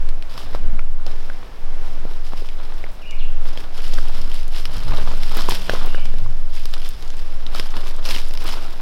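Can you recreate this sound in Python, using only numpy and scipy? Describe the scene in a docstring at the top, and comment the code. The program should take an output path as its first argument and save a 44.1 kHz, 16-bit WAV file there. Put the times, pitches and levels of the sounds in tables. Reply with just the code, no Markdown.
"""A wood with damp leaf litter: a walker's boots crunch and brush through leaves, twigs snap, a far bird sings twice.
Crunches are crowds of tiny noise puffs, snaps are noise cracks with ringing tones, the bird is a gliding tone.
A hand-held camera trembles about eleven times a second, which its microphone picks up as a huge, very low wave.
The grip rumbles as filtered noise, the zoom motor hums as plain tones for a while, and the wood hushes softly."""
import sys
import numpy as np
from scipy import signal
from scipy.fft import rfft, irfft, next_fast_len
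from scipy.io import wavfile
from scipy.ndimage import uniform_filter1d, map_coordinates

SR = 44100
rng = np.random.default_rng(int(sys.argv[2]) if len(sys.argv) > 2 else 0)


def output_pcm(signal):
    """Save a mono or channel-first signal as 16-bit PCM at the path in sys.argv[1].

    Samples are clipped to [-1, 1] before scaling.
    """
    pcm = np.clip(np.atleast_2d(signal).T, -1, 1) * 32767
    wavfile.write(sys.argv[1], SR, np.round(pcm).astype(np.int16))


N = 388521  # length of the scene in samples

# a boot landing in, pushing through or lifting out of the leaves; the sign of the fade is ignored:
# (time of peak [s], leaves before mixing [dB], packed litter [dB], time to fade by 60 dB [s])
SCUFFS = [(0.305, -44, -46, 0.5), (0.395, -40.5, -41.5, 0.5), (0.55, -42, -38.5, 0.14), (0.7, -73, -48, -1),
          (1.075, -49.5, -44, 2.4), (1.86, -52, -49, 1.5), (2.1, -49, -44.5, 1), (2.26, -46, -58, .5),
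          (2.37, -44.5, -46.5, 1.16), (2.63, -51, -42.5, 3.5), (3.459, -42.5, -41, 0.5),
          (3.59, -44, -40, 0.6), (3.778, -37.5, -42.5, 0.3), (3.86, -37, -47.5, 0.5),
          (3.95, -41.5, -46, 2.5), (4.14, -42.5, -38.5, 0.7), (4.34, -37.5, -46.5, 0.5),
          (4.55, -35, -42, 0.6), (4.74, -40, -37.5, 2), (4.92, -41, -37.5, 2.5), (5.1, -45, -43.5, 4),
          (5.25, -40.5, -61, 3.5), (5.374, -30, -31, 0.47), (5.511, -28, -37, 0.5), (5.55, -42.5, -46, 2.5),
          (5.719, -36.5, -33, 1.06), (5.765, -48, -34.5, 1.05), (6.538, -40, -59, 1.5),
          (6.74, -45, -46, 3.5), (6.86, -39.5, -46, 0.14), (7.19, -50.5, -58, 3.5),
          (7.56, -34.5, -35.5, 0.8), (7.77, -40.5, -36, 1), (7.87, -38.5, -40, 0.3),
          (8.065, -31.5, -41, 0.57), (8.105, -31, -38.5, 0.43), (8.175, -32.5, -44, 0.17),
          (8.24, -39, -58, 0.5), (8.41, -41.5, -54, 0.5), (8.475, -31.5, -37, 0.5), (8.57, -42, -36, 1.7)]
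LEAF_RISE_S, LITTER_RISE_S = 0.16, 0.38  # time to rise by 60 dB
CRUMPLE_DB, FIZZ_DB, FLAKE_DB = -1.24, -11, -7  # mix of the three leaf sounds
# tone of crumpling leaves: (frequency [Hz], relative level [dB])
LEAF_TONE = [(700, -10), (1500, -9), (2200, -9), (3100, -4.5), (4300, -8.5), (5200, -4), (6800, -29.5),
             (9000, -37.5)]
# tone of the fine fizz of crumpling leaves: (frequency [Hz], relative level [dB])
FIZZ_TONE = [(4500, -12), (6800, -4), (12000, -3.5), (15500, -15)]
# tone of the packed litter underfoot: (frequency [Hz], relative level [dB])
LITTER_TONE = [(120, -3.5), (250, -2.5), (450, -1), (900, -1.5), (1400, -3.5), (2200, -13), (4200, -13),
               (6000, -62)]
FLAKE_COUNT, FLAKE_HZ, FLAKE_SCATTER = 2200, 3900, 0.27  # scatter of the natural log of pitch
FLAKE_CYCLES, FLAKE_SPREAD_DB = 2.4, 3.5  # cycles until a click falls to 1/e; spread of click sizes
# twig and stem snaps: (time [s], crack before mixing [dB], thock relative to the snap's level [dB],
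# knock relative to it [dB], middle pitch of thock [Hz], middle pitch of knock [Hz])
SNAPS = [(0.088, -20.5, -8, -16, 430, 1730), (0.223, -22, -21.5, -11, 550, 5570),
         (0.376, -12.5, -18, -9, 430, 1170), (0.532, -28, -4, -3, 550, 1940),
         (0.547, -21, 7.5, 3, 645, 990), (0.791, -24.5, 1.5, 4, 1430, 2280),
         (1.064, -18, -6, -27, 620, 2280), (1.298, -35.5, 6.5, 14.5, 620, 1500),
         (2.051, -33, 11.5, 14.5, 295, 480), (2.333, -26, 5.5, 7.5, 375, 890),
         (2.42, -32.5, 10.5, -23.5, 450, 1340), (2.839, -28.5, 7, 8, 660, 2130),
         (3.573, -16, -8, -4, 590, 3230), (3.935, -15.5, -13, -31, 570, 3510),
         (3.9814, -25, -6, 6, 480, 1590), (3.9851, -19, -7, 0.5, 605, 1340),
         (4.315, -19.5, -20, -6.5, 660, 3160), (4.653, -9, -32, -12, 623, 2900),
         (4.97, -25, -18, 3.5, 600, 3870), (5.232, -12, -27.5, -24.5, 630, 2700),
         (5.315, -20.5, -16, -1.5, 590, 1030), (5.369, -19, 2, 3, 400, 1300),
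         (5.407, -24.5, -4, 7, 705, 1100), (5.486, -12.5, 0.5, 7, 410, 1020), (5.519, -18, 3, 5, 380, 930),
         (5.694, -5, -3.5, -1.5, 700, 1670), (5.734, -21, 11.5, -10, 527, 1400),
         (5.84, -31, -4, 5, 730, 1090), (5.945, -24.5, 8, 8, 500, 1580), (6.053, -14, -12, -25, 750, 2680),
         (6.138, -28, 5.5, -2, 490, 1720), (6.26, -34.5, -13, 11.5, 620, 1060),
         (6.654, -14, -12, -26, 440, 3320), (6.737, -9, -34, -37, 440, 2780),
         (7.023, -17, -16, -32, 610, 2840), (7.464, -20.5, -13, 2, 564, 3660),
         (7.548, -15.5, -11, -2.5, 820, 1290), (7.596, -7, -16, -27, 460, 3390),
         (7.765, -16, -29, -21, 460, 3070), (8.052, -13, -10, -28, 576, 2280),
         (8.089, -10.5, -9, -23, 550, 1740), (8.147, -14.5, -15, 1.5, 320, 3100),
         (8.161, -13.5, -9, -2.5, 343, 2800), (8.308, -19.5, -4.5, -21, 496, 2700),
         (8.336, -17, -25.5, -17, 520, 3590), (8.35, -17.5, -23.5, -20, 507, 2810),
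         (8.373, -15, -26, -17, 530, 2540)]
# thock, then knock, of a snapping twig: (time to fade by 60 dB [s], scatter of log pitch [no unit])
TWIG_RINGS = [(0.011, .05), (0.009, .03)]
# crisp ticks of single dry leaves: (time [s], peak level [dB], pitch [Hz])
TICKS = [(2.4877, -25, 2280), (3.108, -28.5, 4570), (3.9395, -23, 4800), (4.4787, -30, 7000),
         (4.735, -31, 8600), (5.344, -28, 9700), (5.369, -19, 11000), (5.494, -15.5, 9200),
         (5.860, -23, 13000), (6.184, -28, 3580), (6.655, -23.5, 8950), (6.889, -23, 11700),
         (7.007, -35, 3500), (7.077, -31, 4760), (7.102, -27, 3570), (7.136, -33, 3200), (7.168, -29, 5200),
         (7.301, -38, 3500), (7.597, -23, 7500), (7.9633, -29, 5500), (8.2843, -30, 8000),
         (8.337, -21.5, 13500), (8.4397, -27, 11000)]
# far bird, a list of points for each phrase: (time [s], middle pitch [Hz], middle level [dB])
BIRD_PHRASES = [
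    [(3.012, 2900, -59), (3.022, 2800, -44), (3.042, 2380, -45), (3.07, 2850, -41), (3.095, 2850, -41),
     (3.108, 2500, -44), (3.125, 2150, -44), (3.155, 2550, -45), (3.17, 2600, -61)],
    [(3.184, 4400, -50), (3.193, 4100, -45), (3.202, 3400, -41), (3.215, 2850, -39), (3.228, 2450, -45),
     (3.255, 3200, -51), (3.27, 3300, -61)],
    [(5.8, 2850, -51), (5.878, 2850, -54), (5.89, 2800, -40), (5.925, 2760, -47), (5.955, 3050, -44),
     (5.974, 2450, -43), (6.0, 2300, -44), (6.006, 3130, -54), (6.018, 3130, -45), (6.05, 2950, -55)],
]
# hand tremor in the microphone: (time [s], level [dB])
TREMOR = [(0.0, -10), (0.1, -6.5), (0.37, -24), (0.66, -6.5), (1.33, -13), (1.52, -35.5), (1.64, -10),
          (2.89, -16), (2.97, -31), (3.19, -8), (3.46, -6.5), (3.61, -18.5), (3.93, -6), (4.83, -13.5),
          (4.91, -6.5), (5.49, -8), (5.69, -20), (5.81, -6), (6.89, -11.5), (6.97, -28), (7.07, -13),
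          (8.27, -9.5), (8.81, -16)]
# jolts of the hand on the camera body: (time of peak [s], rumble level [dB])
JOLTS = [(0.52, -26.5), (0.7, -19.5), (2.03, -30.5), (3.97, -22.5), (4.26, -22), (4.78, -21.5), (4.92, -18),
         (5.08, -20.5), (5.49, -29), (5.72, -25), (6.21, -30), (6.98, -27.5), (7.49, -27), (7.86, -36),
         (8.17, -30)]
GRIP_DB, JOLT_RISE_S, JOLT_FADE_S = -31.5, 0.58, 0.44  # steady grip; time to rise and to fade by 60 dB
# tone of the steady grip: (frequency [Hz], relative level [dB])
GRIP_TONE = [(19, 9.5), (30, 5.5), (45, 0), (70, -10), (130, -16.5), (300, -49.5)]
# tone of the jolts: (frequency [Hz], relative level [dB])
JOLT_TONE = [(19, 7.5), (30, 10), (45, 2), (70, -7), (130, -12.5), (300, -22.5), (600, -79)]
# zoom motor: (start [s], end [s], pitch [Hz], middle level [dB])
ZOOM = [(4.828, 4.97, 122, -29), (4.985, 6.246, 178.6, -43), (6.182, 6.35, 119.8, -31)]
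# echo among the trunks, before stretching: (frequency [Hz], time to fade by 60 dB [s])
TREE_ECHO = [(300, .25), (3000, .3), (10000, .12)]
# tone of the hush of the wood: (frequency [Hz], relative level [dB])
WOOD_TONE = [(35, -40), (76, -16.5), (164, -15), (621, -15), (3580, -29), (4420, -33), (5090, -30.5),
             (7230, -43), (13300, -48), (16000, -57)]
TOP_HZ = 16000


def amp(db):
    """Turn a level in dB into a gain."""
    return 10 ** (np.asarray(db) / 20)


def unit(x):
    """Scale x to an average strength (rms) of 1."""
    return x / np.sqrt(np.mean(x ** 2) + 1e-20)


def along(points, hz):
    """Read a value at each frequency by joining the points on a log axis."""
    point_hz, values = np.transpose(points)
    return np.interp(np.log(hz + 1), np.log(point_hz + 1), values)


def curves(rows):
    """Join the rows into one value per sample for each column after the time."""
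    s, *columns = np.transpose(rows)
    return [np.interp(np.arange(N) / SR, s, column) for column in columns]


def wobble(rate):
    """A smooth random curve around zero, with rate random points a second."""
    points = rng.standard_normal(int(N * rate / SR) + 4)
    return map_coordinates(points, [np.arange(N) * rate / SR])


def filtered(x, response):
    """Multiply each frequency of x by the gain that response gives for it."""
    size = next_fast_len(N + SR // 2)
    gain = response(np.fft.rfftfreq(size, 1 / SR))
    return irfft(rfft(x, size) * gain, size)[..., :N]


def coloured(x, tone):
    """Give x the tone of a table, at an rms of 1."""
    return unit(filtered(x, lambda hz: amp(along(tone, hz))))


def swells(s, db, rise_s, fade_s):
    """Gain of overlapping events that each rise to a peak and fade; their powers add."""
    step = 64  # samples between computed points
    late = np.arange(0, N + step, step)[:, None] / SR - s
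    drop_db = 60 * np.where(late < 0, -late / rise_s, late / np.abs(fade_s))
    power = amp(2 * (db - drop_db)).sum(axis=1)
    return np.sqrt(np.interp(np.arange(N), np.arange(len(power)) * step, power))


def crackle(share, spread_db, clump_db, clump_rate, life):
    """Tiny unequal breaks in clumps: noise puffs start hard, and their power falls to 1/e in life seconds."""
    sizes = amp(spread_db * np.minimum(rng.exponential(size=N), 5.5))
    breaks = sizes * (rng.random(N) < share)  # share is the chance of a break at each sample
    power = signal.lfilter([1], [1, -np.exp(-1 / (life * SR))], breaks ** 2)
    clumps = amp(clump_db * wobble(clump_rate))
    return np.sqrt(power) * clumps * rng.standard_normal(N)


def boots():
    """Leaves crumple with a crackle and a finer fizz; packed litter gives a duller crunch under the weight."""
    s, leaves_db, litter_db, fade_s = np.transpose(SCUFFS)
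    breaks = crackle(share=0.025, spread_db=3.0, clump_db=1.5, clump_rate=60, life=0.0017)
    splinters = crackle(share=0.0015, spread_db=3.5, clump_db=1.0, clump_rate=50, life=0.00046)
    crunches = crackle(share=0.02, spread_db=4, clump_db=2.0, clump_rate=25, life=0.0023)
    crumple = coloured(breaks, LEAF_TONE)
    fizz = coloured(unit(breaks) + 0.35 * unit(splinters), FIZZ_TONE)
    litter = coloured(crunches, LITTER_TONE)
    leaves = amp(CRUMPLE_DB) * crumple + amp(FIZZ_DB) * fizz + amp(FLAKE_DB) * flakes()
    brushing = swells(s, leaves_db, LEAF_RISE_S, fade_s) * leaves
    pressing = swells(s, litter_db, LITTER_RISE_S, fade_s) * litter
    return brushing + pressing


def flakes():
    """Single leaves flex and click at random times, each at a pitch of its own for a few cycles."""
    pitch = rng.standard_normal(size=(FLAKE_COUNT, 1))
    hz = FLAKE_HZ * np.exp(FLAKE_SCATTER * np.clip(pitch, -2, 2))
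    t = np.arange(256) / SR
    sizes = amp(FLAKE_SPREAD_DB * np.minimum(rng.exponential(size=pitch.shape), 4))
    clicks = sizes * np.exp(-t * hz / FLAKE_CYCLES) * np.sin(2 * np.pi * hz * t)
    at = rng.integers(N, size=pitch.shape) + np.arange(len(t))
    return unit(np.bincount(at.ravel(), clicks.ravel(), minlength=N)[:N])


def snaps():
    """Each snap is a dry crack and a weaker after-break; both set off the twig's two ringing tones."""
    rings, cracks = np.zeros(N + SR), np.zeros(N + SR)
    t = np.arange(SR // 20) / SR
    fray = amp(-60 * t / 0.0036) + 0.25 * amp(-60 * t / 0.052)  # a hard edge, then fibres tearing
    chances = rng.standard_normal((len(SNAPS), 4))
    for (s, crack_db, *modes), chance in zip(SNAPS, chances):
        ring = np.zeros(len(t))
        for (t60, scatter), db, middle_hz, draw in zip(TWIG_RINGS, modes[:2], modes[2:], chance):
            hz = middle_hz * np.exp(scatter * np.tanh(draw))
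            ring += amp(db - 60 * t / t60) * np.sin(2 * np.pi * hz * t)
        start = round((s + 0.0018) * SR)
        again = start + round((0.00162 + 0.00065 * np.tanh(chance[2])) * SR)
        again_db = crack_db - 12.0 + 3 * np.tanh(chance[3])
        for at, db in ((start, crack_db), (again, again_db)):
            crack = 0.6 * fray * rng.standard_normal(len(t)) + 3.15 * (t == 0)  # noise and one sharp click
            rings[at:][:len(t)] += amp(db) * ring
            cracks[at:][:len(t)] += amp(db) * crack

    def crack_tone(hz):
        """The tones of leaf and fizz added together."""
        return amp(along(LEAF_TONE, hz) + 6.0) + amp(along(FIZZ_TONE, hz) - 14.0)

    return rings[:N] + filtered(cracks[:N], crack_tone)


def ticks():
    """A dry leaf breaks with a very short tick of noise, in a broad band around its own pitch."""
    out = np.zeros(N + SR)
    t = np.arange(SR // 50) / SR
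    fade = amp(-60 * t / 0.0049) + 0.11 * amp(-60 * t / 0.058)  # a quick fade with a faint, slower tail
    noises = rng.standard_normal((len(TICKS), len(t)))
    for (s, db, hz), noise in zip(TICKS, noises):
        band = signal.butter(2, [hz / 1.6, min(hz * 1.6, 0.45 * SR)], "band", fs=SR)
        tick = signal.lfilter(*band, noise * fade)
        out[round((s + 0.0012) * SR):][:len(t)] += amp(db) * tick / np.abs(tick).max()
    return out[:N]


def bird():
    """A gliding whistle, silent between phrases; moving leaves make level and pitch flutter."""
    t = np.arange(N) / SR
    out = np.zeros(N)
    for phrase in BIRD_PHRASES:
        hz, db = curves(phrase)
        singing = (t > phrase[0][0]) & (t < phrase[-1][0])
        level = amp(db + 1.5 * wobble(150))
        turns = np.cumsum(hz + 50 * wobble(200)) / SR
        out += singing * level * np.sin(2 * np.pi * turns)
    return out


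def tremor():
    """The trembling hand swings the microphone, which turns the swings into a very low wave."""
    swing_hz = 11.2 + 0.786 * wobble(4.0)  # the hand never keeps an even beat
    level = amp(uniform_filter1d(curves(TREMOR)[0], size=2001))
    return np.sqrt(2) * level * np.sin(2 * np.pi * np.cumsum(swing_hz) / SR)


def grip():
    """The hand rumbles steadily on the camera body, with stronger jolts: low, uneven noise."""
    lumps = amp(2 * wobble(25)) * rng.standard_normal(N)
    steady = amp(GRIP_DB) * coloured(lumps, GRIP_TONE)
    jolt_lumps = amp(2.8 * wobble(30)) * rng.standard_normal(N)
    jolts = swells(*np.transpose(JOLTS), JOLT_RISE_S, JOLT_FADE_S) * coloured(jolt_lumps, JOLT_TONE)
    return steady + jolts


def zoom_motor():
    """The zoom motor hums through the camera body: one slightly unsteady tone for each run."""
    t = np.arange(N) / SR
    out = np.zeros(N)
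    for start, end, hz, db in ZOOM:
        running = np.clip(np.minimum(t - start, end - t) / 0.04, 0, 1)  # 40 ms to fade in and out
        level = amp(db + 0.8 * wobble(12))
        out += running * level * np.sin(2 * np.pi * hz * t + 0.26 * wobble(6.7))
    return out


def trees(x, longer):
    """Trunks scatter the sound back; each frequency dies at its own speed, longer stretches them all."""
    hz, t, noise = signal.stft(rng.standard_normal(SR // 2), SR, nperseg=256)
    t60 = longer * along(TREE_ECHO, hz)[:, None]
    tail = signal.istft(noise * amp(-60 * t / t60), SR, nperseg=256)[1]
    delayed = np.pad(x, (300, 0))  # the echo comes 300 samples late
    return signal.fftconvolve(delayed, tail / np.linalg.norm(tail))[:N]


def wood():
    """The lasting hush of the wood: soft noise whose level drifts a little."""
    return amp(-45.0 + 1.8 * wobble(3.26)) * coloured(rng.standard_normal(N), WOOD_TONE)


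def scene():
    """Walker and bird among the trees, heard by the shaking camera."""
    steps, twigs, song = boots(), snaps() + ticks(), bird()
    near_echo = trees(amp(-14.5) * steps + amp(-19.5) * twigs, longer=0.73)
    far_echo = trees(amp(-1.5) * song, longer=2.1)
    camera = tremor() + grip() + zoom_motor()
    return (steps + twigs + song + camera + near_echo + far_echo + wood())[None]


def record(dry):
    """The camera keeps nothing above its band limit."""
    return filtered(dry, lambda hz: hz < TOP_HZ)


dry = scene()
out = record(dry)
output_pcm(out)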